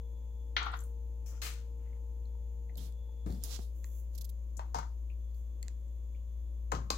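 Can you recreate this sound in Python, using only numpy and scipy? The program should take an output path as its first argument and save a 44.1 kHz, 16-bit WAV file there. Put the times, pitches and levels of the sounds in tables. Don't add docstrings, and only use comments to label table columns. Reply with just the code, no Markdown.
import sys
import numpy as np
from scipy import signal
from scipy.fft import rfft, irfft
from scipy.io import wavfile
from scipy.ndimage import uniform_filter1d

SR = 44100
rng = np.random.default_rng(int(sys.argv[2]) if len(sys.argv) > 2 else 0)


def transcribe(u):
    v = np.clip(np.atleast_2d(u).T, -1, 1)
    q = np.round(v * 32767).astype(np.int16)
    wavfile.write(sys.argv[1], SR, q)


def magnitude_from_level(level_db):
    exponent = np.asarray(level_db, float) / 20
    return 10 ** exponent


N = 307377
T = np.arange(N) / SR

# (time [s], level [dB])
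SHAFT_LEVEL = [(0.0, -39.5), (0.06, -40.5), (1.12, -38.5), (1.59, -40.5), (2.31, -38.5), (3.18, -41),
               (3.3, -35), (3.38, -39.5), (4.68, -39), (5.09, -38), (6.0, -40), (6.81, -37), (6.91, -41.5),
               (6.97, -35.5)]
SHAFT_HZ = 58.15
# (multiple of shaft rate [1], level over the buzz [dB])
BUZZ = [(2, -2.5), (8, -2), (15, -14), (17, -19.5), (18, -23.5)]
# (multiple of shaft rate [1], rms level [dB])
STEADY = [(3, -72.5), (9, -76.5), (10, -84), (11, -87), (16, -89.5), (107, -93), (117, -88)]
# (multiple of shaft rate [1], rms level [dB])
RISING = [(19, -86.5)]
BUZZ_DB, TURN_S, TURN_LENGTH_S, TURN_LOSS_DB = -63.5, 3.62, 0.35, -12.5
# (start [s], length [s], level [dB])
WHISTLES = [
    (0, 0.51, -83.5),
    (.75, 0.072, -87),
    (1.395, .3, -97),
    (2.195, .3, -94),
    (2.85, .7, -79),
    (3.8, 0.18, -88),
    (5.206, 1.4, -91),
]
WHISTLE_REST_DB, WHISTLE_EDGE_S = -91, .05
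# (frequency [Hz], density [dB per Hz])
AIR = [(20, 0), (40, 2.5), (75, 8.5), (110, -8), (190, -6.5), (400, -17), (600, -24), (1240, -37.5),
       (3000, -36), (7500, -45.5), (8800, -46), (11500, -35.5), (15500, -36.5), (16300, -51.5)]
AIR_DB = -61
# (frequency [Hz], width [Hz], level [dB])
CABINET = [(322.6, 30, -74), (556.7, 19, -76.5), (930, 444, -86), (6300, 180, -85), (7000, 760, -81.5)]
# (frequency [Hz], t60 [s], level [dB])
ROOM = [(200, 0.61, -32), (680, 0.32, -15.5), (1566, 0.25, -12), (3000, 0.2, -10), (5727, 0.31, -11.5),
        (12000, 0.11, -7.5)]

# (frequency [Hz], width [Hz], level [dB])
BOARD = [(752.4, 380, -4.5), (1405, 570, 3), (2200, 487, 3), (3300, 640, 3), (4500, 720, 0),
         (5070, 1200, -7.5), (6300, 1230, -12.5)]
# (frequency [Hz], width [Hz], level [dB])
LOOSE = [(784, 192.6, -7), (1142, 173, -1.5), (1417, 80, 2), (1900, 200, -12), (3300, 1100, -18.5)]
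# (frequency [Hz], width [Hz], level [dB])
BOWL_FULL = [(500, 500, -6), (900, 170, 7), (1400, 360, -3), (2180, 55, -17), (3300, 840, -42),
             (4400, 1870, -2), (6250, 3530, -2.5)]
# (frequency [Hz], width [Hz], level [dB])
BOWL_RIM = [(390, 80, -4), (567, 130, -1), (767, 35, 1), (1062, 80, 6), (1290, 110, 3), (1570, 380, -9.5),
            (3300, 340, -49), (4200, 6700, -44.5), (7260, 1250, -18)]
# (frequency [Hz], width [Hz], level [dB])
STREAKS = [(2070, 60, 2), (2600, 52, 2), (3500, 80, -7), (4270, 41, 5), (5010, 90, -4), (6450, 100, 2.5)]
TONG_HZ = 2050, 4200, 7100
TOP_HZ = 9000, 15800
MICROPHONE_LAG = 21

# (start [s], hold [s], hiss level [dB], release t60 [s], left minus right [dB])
SWELLS = [
    (3.70, 0.084, -79, 0.35, -11),
    (3.78, 0.076, -77, .25, -11),
    (3.87, .06, -73, 0.27, -9),
    (4.08, .005, -79, .05, -12),
    (.70, .1, -76, .25, 2),
]
SKIDS = [
    (6.905, 0.043, -53, .2, 4),
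    (5.685, 0.027, -77, .15, 0),
    (5.632, .02, -75, .12, 0),
    (1.55, 0.043, -72, .15, 6),
]
DRAGS = [
    (1.416, .045, -45.5, .35, 5.5),
]
PEELS = [
    (1.256, 0.046, -61.5, 0.4, 8),
]
DIPS = [
    (2.77, 0.085, -63.5, 0.11, -13),
    (3.262, 0.099, -67.5, 0.3, -3.5),
    (3.438, 0.041, -55.5, 0.39, -5.5),
    (3.588, 0.04, -64.5, 0.14, -9),
]
SQUEEZE = [
    (3.465, .055, -50.5, 0.037, -10.5),
    (4.11, .01, -70, 0.061, -7),
    (3.385, .01, -62.5, .03, -7),
]
FILMS = [
    (4.2, 0.094, -88, .12, -17),
    (5.342, .01, -77, .4, -5),
    (3.43, 0.0044, -52.5, .12, -6.5),
]
RUBS = [
    (1.27, 0.1, -80, 0.11, 5.5),
    (1.782, 0.18, -88.5, .1, 7),
    (3.841, .01, -85.5, .06, -3),
    (4.166, 0.069, -87, .1, -2),
    (5.629, .06, -86.5, .1, 2),
    (2.771, 0.11, -82.5, .1, 0),
    (3.451, 0.14, -79.5, 0.11, 4),
]
# (time [s], peak level [dB], top level [dB], length [s], left minus right [dB])
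SLIPS = [
    (2.77, -52.5, 6.5, 0.016, -9),
    (4.149, -55.5, 1.5, 0.011, -19),
    (4.177, -45.5, -0.5, 0.012, -17),
    (4.209, -47.5, 1, 0.013, -19),
    (4.243, -49, 1.5, 0.013, -17.5),
    (4.2906, -53, 2, 0.012, -18),
    (4.567, -53, -10, 0.014, 25),
]
# (time
# [s], peak level [dB], pitch [Hz], t60 [s], left minus right [dB])
DRIPS = [(1.86, -70.5, 2010, 0.34, 6), (1.93, -65, 2080, 0.18, 6), (1.96, -74, 1900, .06, 4.5),
         (2.255, -63.5, 4100, .03, 7), (2.35, -60, 900, 0.045, 11), (2.694, -57.5, 2000, 0.06, 5),
         (5.88, -68, 6800, .03, 16), (3.09, -63.5, 900, 0.045, 14), (4.57, -52, 7000, 0.073, 25),
         (5.10, -59, 2540, 0.11, 16), (5.345, -68.5, 4400, .04, -12), (5.345, -64, 12000, .06, -11.5),
         (6.147, -63, 2290, .05, 11.5), (2.779, -57.5, 3300, 0.11, -23), (3.437, -39, 5560, 0.054, -12),
         (3.437, -42.5, 13800, 0.051, -2), (4.179, -61, 149, .2, 3), (5.64, -61, 200, 0.18, 3),
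         (6.16, -67, 2860, 0.17, 13)]
SPATTER = [(.657, -52, 14000, .02, 1), (.6602, -53, 6100, .015, 1), (0.63, -41, 6500, .015, 1.5),
           (.7176, -53, 9200, .015, 1.5), (.773, -54, 11500, .015, 0), (.7904, -43, 6800, .025, 3),
           (.806, -45, 7100, .02, 4), (.803, -47, 11500, .04, 3), (.8378, -40.5, 9300, .02, 1.5),
           (0.77, -50, 6300, .015, 1), (3.262, -61, 1330, .02, 12), (5.682, -64, 880, .03, 3),
           (1.418, -55, 3050, .04, 5), (3.348, -56, 5000, .015, -4), (3.6, -58, 7000, .015, -2),
           (3.8435, -51, 1950, .012, 1), (3.843, -59, 1100, .03, 0.5), (5.629, -53.5, 2070, 0.024, 0.5),
           (2.70, -59, 720, .05, 4), (2.76, -55, 610, .04, 4), (6.7195, -37, 3340, 0.011, 9),
           (6.904, -31, 3600, .012, 6), (6.904, -33, 6200, .03, 3.5), (6.72, -34, 6470, .04, 7),
           (6.721, -36, 780, 0.058, 11), (6.722, -43, 480, 0.074, 4.5), (6.735, -42, 600, .05, 5),
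           (6.905, -36, 824, .074, 4), (6.91, -46, 700, .04, 4), (3.438, -36, 10500, .039, -14),
           (6.749, -46, 3300, .04, 5), (3.325, -54, 12000, .012, -4), (3.305, -58, 11500, .012, -4)]
THUDS = [(0.568, -45.5, 277, 1, 6), (2.773, -45.5, 105, 0.41, 5), (3.262, -31.5, 175, 0.42, 5),
         (3.264, -57, 417, 0.071, -2), (3.299, -36, 110, 0.14, 4), (3.59, -44.5, 149, 0.027, -18),
         (4.572, -48, 132, 0.11, 4.5), (4.752, -40.5, 129, 0.3, 2), (6.722, -37, 317, 0.2, 1.5),
         (6.739, -33, 111, 0.44, 3.5), (6.903, -36, 244, 0.34, 2)]
# (time [s], level [dB])
ROCKS = [(0.616, -40), (.632, -43), (.65, -44), (0.669, -37.5), (.685, -42.5), (.71, -48.5), (0.726, -48),
         (.74, -48), (.755, -44), (.79, -57.5), (.82, -62.5), (1.32, -66), (1.345, -66), (1.375, -68)]
ROCK_RISE_S, ROCK_T60_S = 0.043, 0.082
# (time [s], peak of middle mode [dB], high mode [dB], snap [dB], left minus right [dB])
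CLICKS = [
    (1.5378, -50, 2, 7.5, 4.5),
    (2.756, -49.5, -3, -6, 4),
    (2.793, -53, -13, -20, -5),
    (2.924, -59.5, 4, 4, 4),
    (3.262, -57.5, 3, -15.5, 15),
    (3.3048, -50.5, -5, -13, -2),
    (3.3245, -49, -2, -7, -7),
    (3.4376, -48, 15, 20.5, -10.5),
    (3.5886, -56, 5, -2, -11),
]
OPEN_CLICKS = [
    (1.4174, -51, -7, -14, 1.5),
    (3.8434, -52, 6, -8, -12),
    (5.3132, -71, -3, -5.5, -11),
    (5.6284, -43, 9.5, 5, 2.5),
    (5.682, -45, 7, -5, -9),
]
# (time [s], peak level [dB], crack level [dB], rattle share [0-1], rattle t60 [s])
ON_BOARD = [
    (0.565, -20.5, -1.5, 0.23, 0.36),
]
ON_FULL = [
    (4.593, -31, -14, 0.16, 0.23),
    (4.745, -24, -11, 0.57, 0.21),
    (4.786, -29, -7.5, 0.27, 0.083),
    (4.829, -40, -21, 0.27, 0.085),
]
ON_RIM = [
    (6.718, -21.5, -10, 0.41, 0.125),
    (6.749, -35, -6, 0.67, 0.33),
    (6.903, -22, 3, 0.12, 0.037),
]


def band(x, lo_hz, hi_hz):
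    return signal.sosfilt(signal.butter(3, [lo_hz, min(hi_hz, 20000)], "bandpass", fs=SR, output="sos"), x)


def ring(x, hz, width_hz):
    return signal.lfilter(*signal.iirpeak(hz, hz / width_hz, SR), x)


def body(x, peaks):
    return sum((-1) ** k * magnitude_from_level(db) * ring(x, hz, width) for k, (hz, width, db) in enumerate(peaks))


def unit(x):
    return x / np.sqrt(np.mean(x ** 2))


def fade(t, t60):
    return np.exp(-np.log(1000) * t / max(t60, .002))


def walk(rate, size=N):
    k = int(SR / rate)
    held = np.repeat(rng.standard_normal(size // k + 1), k)
    return uniform_filter1d(uniform_filter1d(held, k), k)[:size]


def add(out, s, sound, db, pan_db):
    sound = np.broadcast_to(sound, (2, sound.shape[-1])) / np.abs(sound).max()
    right_lag = int(np.clip(pan_db / 5, 0, 1) * MICROPHONE_LAG)
    for row, part, side, lag in zip(out, sound, (1, -1), (0, right_lag)):
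        i = int(s * SR) + lag
        row[i:i + len(part)] += part[:N - i] * magnitude_from_level(db + side * pan_db / 2)


def air():
    hz = np.maximum(np.fft.rfftfreq(N, 1 / SR), 1)
    knot_hz, knot_db = np.transpose(AIR)
    shape = magnitude_from_level(np.interp(np.log(hz), np.log(knot_hz), knot_db))
    mid, side = rfft(rng.standard_normal((2, N)))
    side = side * np.clip(0.37 + hz / 3000, 0, 1)
    tone = irfft(shape * np.array([mid + side, mid - side]), N)
    level = np.sqrt(np.mean(band(tone, 60.8, 12300) ** 2))
    out = magnitude_from_level(AIR_DB + np.array([[1.5], [-1.5]])) * tone / level
    for f, width, db in CABINET:
        noise = ring(ring(rng.standard_normal((2, N)), f, width), f, width)
        out += magnitude_from_level(db + 0.57 * walk(8.0) + np.array([[2.5], [-2.5]])) * unit(noise)
    return out


def fridge():
    s, shaft_db = np.transpose(SHAFT_LEVEL)
    turn = 2 * np.pi * np.cumsum(SHAFT_HZ * (1 + 0.001 * walk(1.8))) / SR + 1.3
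    out = magnitude_from_level(np.interp(T, s, shaft_db) + 0.23 * walk(8.9) + np.array([[1.9], [-2.1]])) * np.sin(turn)
    loss = TURN_LOSS_DB / (1 + np.exp((TURN_S - T) / TURN_LENGTH_S))
    fading = [(k, db + BUZZ_DB + loss) for k, db in BUZZ]
    rising = [(k, db + TURN_LOSS_DB - loss) for k, db in RISING]
    for k, db in fading + rising + STEADY:
        start = rng.uniform(0, 2 * np.pi) + min(k / 30, .6) * rng.standard_normal((2, 1))
        out = out + magnitude_from_level(db + 2.0 * walk(6) + np.array([[1.5], [-1.5]])) * np.sin(k * turn + start)
    return np.sqrt(2) * out


def valve():
    on = sum(magnitude_from_level(db) * (T >= s) * (T < s + length) for s, length, db in WHISTLES) + magnitude_from_level(WHISTLE_REST_DB)
    on = uniform_filter1d(on, int(WHISTLE_EDGE_S * SR) + 1)
    noise = unit(ring(ring(rng.standard_normal((2, N)), 3410, 120), 3446, 119.95))
    lines = np.sin(2 * np.pi * 59 * SHAFT_HZ * T) + .6 * np.sin(2 * np.pi * 60 * SHAFT_HZ * T)
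    return on * magnitude_from_level(np.array([[3.5], [-.4]])) * (0.41 * noise + 0.67 * lines)


def kitchen(x):
    t = np.arange(int(.6 * SR)) / SR
    tail = 0
    for hz, t60, db in ROOM:
        noise = band(rng.standard_normal((2, len(t))), hz / 1.98, hz * 1.72)
        part = noise * fade(t, t60) * np.clip(t / 0.0031, 0, 1)
        tail = tail + magnitude_from_level(db) * part / np.sqrt(t60 * SR / 14)
    return signal.fftconvolve(x, tail, axes=1)[:, :N]


def drips(out, table, narrow, wide):
    t = np.arange(int(.15 * SR)) / SR
    for s, db, hz, t60, pan_db in table:
        pop = rng.standard_normal(len(t)) * (fade(t, 0.01) + 0.38 * fade(t, t60))
        add(out, s, ring(ring(pop, hz, narrow * hz), hz, wide * hz), db, pan_db)


def slides(out, table, attack_s, edge_hz, peak_hz, top_db, body_db, low_db, top_share, top_hz):
    t = np.arange(int(.5 * SR)) / SR
    for s, hold, db, t60, pan_db in table:
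        a = int(max(s, 0) * SR)
        grains = rng.standard_normal((2, len(t)))
        grains = grains * magnitude_from_level(2.4 * np.minimum(rng.exponential(size=(2, len(t))), 5))
        grains = (grains + 0.047 * grains[::-1]) * magnitude_from_level(1.6 * walk(44.7, size=len(t)))
        hiss = band(grains + 0.22 * ring(grains, peak_hz, 990), edge_hz, 7500)
        layers = hiss, band(grains, top_hz, TOP_HZ[1]), band(grains, 970, 3210), band(grains, 63, 690)
        rise = np.clip(t / attack_s, 0, 1) ** 2
        after = np.maximum(t - attack_s - hold, 0)
        side = np.array([[pan_db], [-pan_db]]) / 2
        for layer, over_db, share in zip(layers, (0, top_db, body_db, low_db), (1, top_share, 1, 1)):
            sound = unit(layer) * magnitude_from_level(side + db + over_db) * rise * fade(after, share * t60)
            out[:, a:a + len(t)] += sound[:, :N - a]


def slips(out):
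    t = np.arange(int(.06 * SR)) / SR
    for s, db, top_db, length, pan_db in SLIPS:
        puff = rng.standard_normal(len(t)) * np.clip(t / 0.0016, 0, 1) / (1 + (t / length) ** 8)
        add(out, s, band(puff, 3701 + 2200 * (pan_db > 0), 10300), db, pan_db)
        add(out, s, band(puff, *TOP_HZ) + band(puff, 11000, 14000), db + top_db, pan_db)


def streaks(out):
    t = np.arange(int(.3 * SR)) / SR
    scrape = rng.standard_normal((2, len(t))) * fade(t, 0.32)
    start, pan_db = DRAGS[0][0], DRAGS[0][4]
    add(out, start, body(scrape, STREAKS), -37, pan_db)


def clicks(out, table, low_db):
    t = np.arange(int(.05 * SR)) / SR
    for s, db, high_db, snap_db, pan_db in table:
        snap = (t == 0) + 0.16 * rng.standard_normal(len(t)) * fade(t, 0.006)
        for hz, width, over_db in zip(TONG_HZ, (350, 800, 1100), (low_db, 0, high_db)):
            add(out, s, ring(ring(snap, hz, width), hz, 2 * width), db + over_db, pan_db)
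        add(out, s, band(snap, *TOP_HZ), db + snap_db, pan_db)


def thuds(out):
    t = np.arange(int(.35 * SR)) / SR
    for s, db, hz, t60, pan_db in THUDS:
        push = rng.standard_normal(len(t)) * (fade(t, t60) + 2.2 * fade(t, 0.014)) * np.clip(t / 0.0015, 0, 1)
        low = ring(ring(push, hz, 0.69 * hz), hz, 2.0 * hz)
        add(out, s, low + 0.0085 * band(push, 310, 640), db, pan_db)


def shudder():
    swell = 0
    for s, db in ROCKS:
        swell = swell + magnitude_from_level(db) * np.where(T < s, fade(s - T, ROCK_RISE_S), fade(abs(T - s), ROCK_T60_S))
    drive = rng.standard_normal((2, N)) * magnitude_from_level(3.2 * walk(140))
    return unit(band(body(drive, LOOSE), 647.5, 5000)) * swell * magnitude_from_level(np.array([[2], [-2]]))


def knocks(out, table, peaks, blow_t60, bright_share, top_db, spread, pan_db):
    t = np.arange(int(.4 * SR)) / SR
    for s, db, crack_db, share, t60 in table:
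        noise = rng.standard_normal((3, len(t))) * magnitude_from_level(2 * walk(300, size=len(t)))
        noise = noise[0] + spread * noise[1:]
        low = (noise + 0.5 * noise[::-1]) * (fade(t, blow_t60) + share * fade(t, t60))
        high = noise * (fade(t, .5 * blow_t60) + share * fade(t, bright_share * t60))
        add(out, s, band(body(low, peaks), 300, 2500), db, pan_db)
        add(out, s, band(body(high, peaks), 3100, 6680), db + crack_db, pan_db)
        add(out, s, band(high * fade(t, 0.32), *TOP_HZ), db + crack_db + top_db, pan_db)


def scene():
    hits, small, close = np.zeros((3, 2, N))
    knocks(hits, ON_BOARD, BOARD, blow_t60=0.049, bright_share=0.79, top_db=-30.5, spread=1.3, pan_db=5.5)
    knocks(hits, ON_FULL, BOWL_FULL, blow_t60=0.026, bright_share=0.93, top_db=-12.5, spread=0.78, pan_db=8.0)
    knocks(hits, ON_RIM, BOWL_RIM, blow_t60=0.029, bright_share=0.57, top_db=-12, spread=0.67, pan_db=6)
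    thuds(small)
    drips(small, DRIPS, narrow=.11, wide=.31)
    drips(small, SPATTER, narrow=0.19, wide=0.42)
    slides(small, SWELLS, top_hz=10500, attack_s=0.069, edge_hz=6000, peak_hz=6800,
           top_db=5, body_db=-14, low_db=-25, top_share=.8)
    slides(small, SKIDS, top_hz=8500, attack_s=0.0037, edge_hz=2750, peak_hz=6400,
           top_db=-12, body_db=-2.5, low_db=-18, top_share=.7)
    streaks(small)
    slides(small, DRAGS, top_hz=8300, attack_s=0.0024, edge_hz=3000, peak_hz=4100,
           top_db=-4, body_db=-1.0, low_db=-15, top_share=0.8)
    slides(small, PEELS, top_hz=10500, attack_s=0.0063, edge_hz=5130, peak_hz=6400,
           top_db=-4.5, body_db=-12.0, low_db=-11, top_share=0.61)
    slides(small, DIPS, top_hz=9400, attack_s=0.003, edge_hz=3140, peak_hz=4360,
           top_db=-2.5, body_db=-15.0, low_db=-5.0, top_share=1.4)
    slides(small, SQUEEZE, top_hz=10200, attack_s=0.046, edge_hz=2850, peak_hz=5400,
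           top_db=-11, body_db=-11.0, low_db=-17.0, top_share=0.9)
    slides(small, FILMS, top_hz=10800, attack_s=0.0088, edge_hz=6000, peak_hz=7500,
           top_db=3.5, body_db=-13.5, low_db=-14, top_share=0.86)
    slides(small, RUBS, top_hz=9000, attack_s=0.011, edge_hz=2600, peak_hz=4040,
           top_db=-3, body_db=8, low_db=11, top_share=.9)
    small += shudder()
    clicks(close, CLICKS, low_db=-28)
    clicks(close, OPEN_CLICKS, low_db=-5.0)
    slips(close)
    echo = magnitude_from_level(5.5) * kitchen(hits + 0.61 * small + 0.22 * close)
    return hits + small + close + echo + fridge() + valve() + air()


def top_cut(x):
    return signal.sosfilt(signal.butter(12, 16460, fs=SR, output="sos"), x)


def record(dry):
    cut = signal.sosfilt(signal.ellip(10, .3, 40, 15950, fs=SR, output="sos"), dry)
    return top_cut(cut - 0.22 * ring(cut, 8870, 1200))


dry = scene()
out = record(dry)
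transcribe(out)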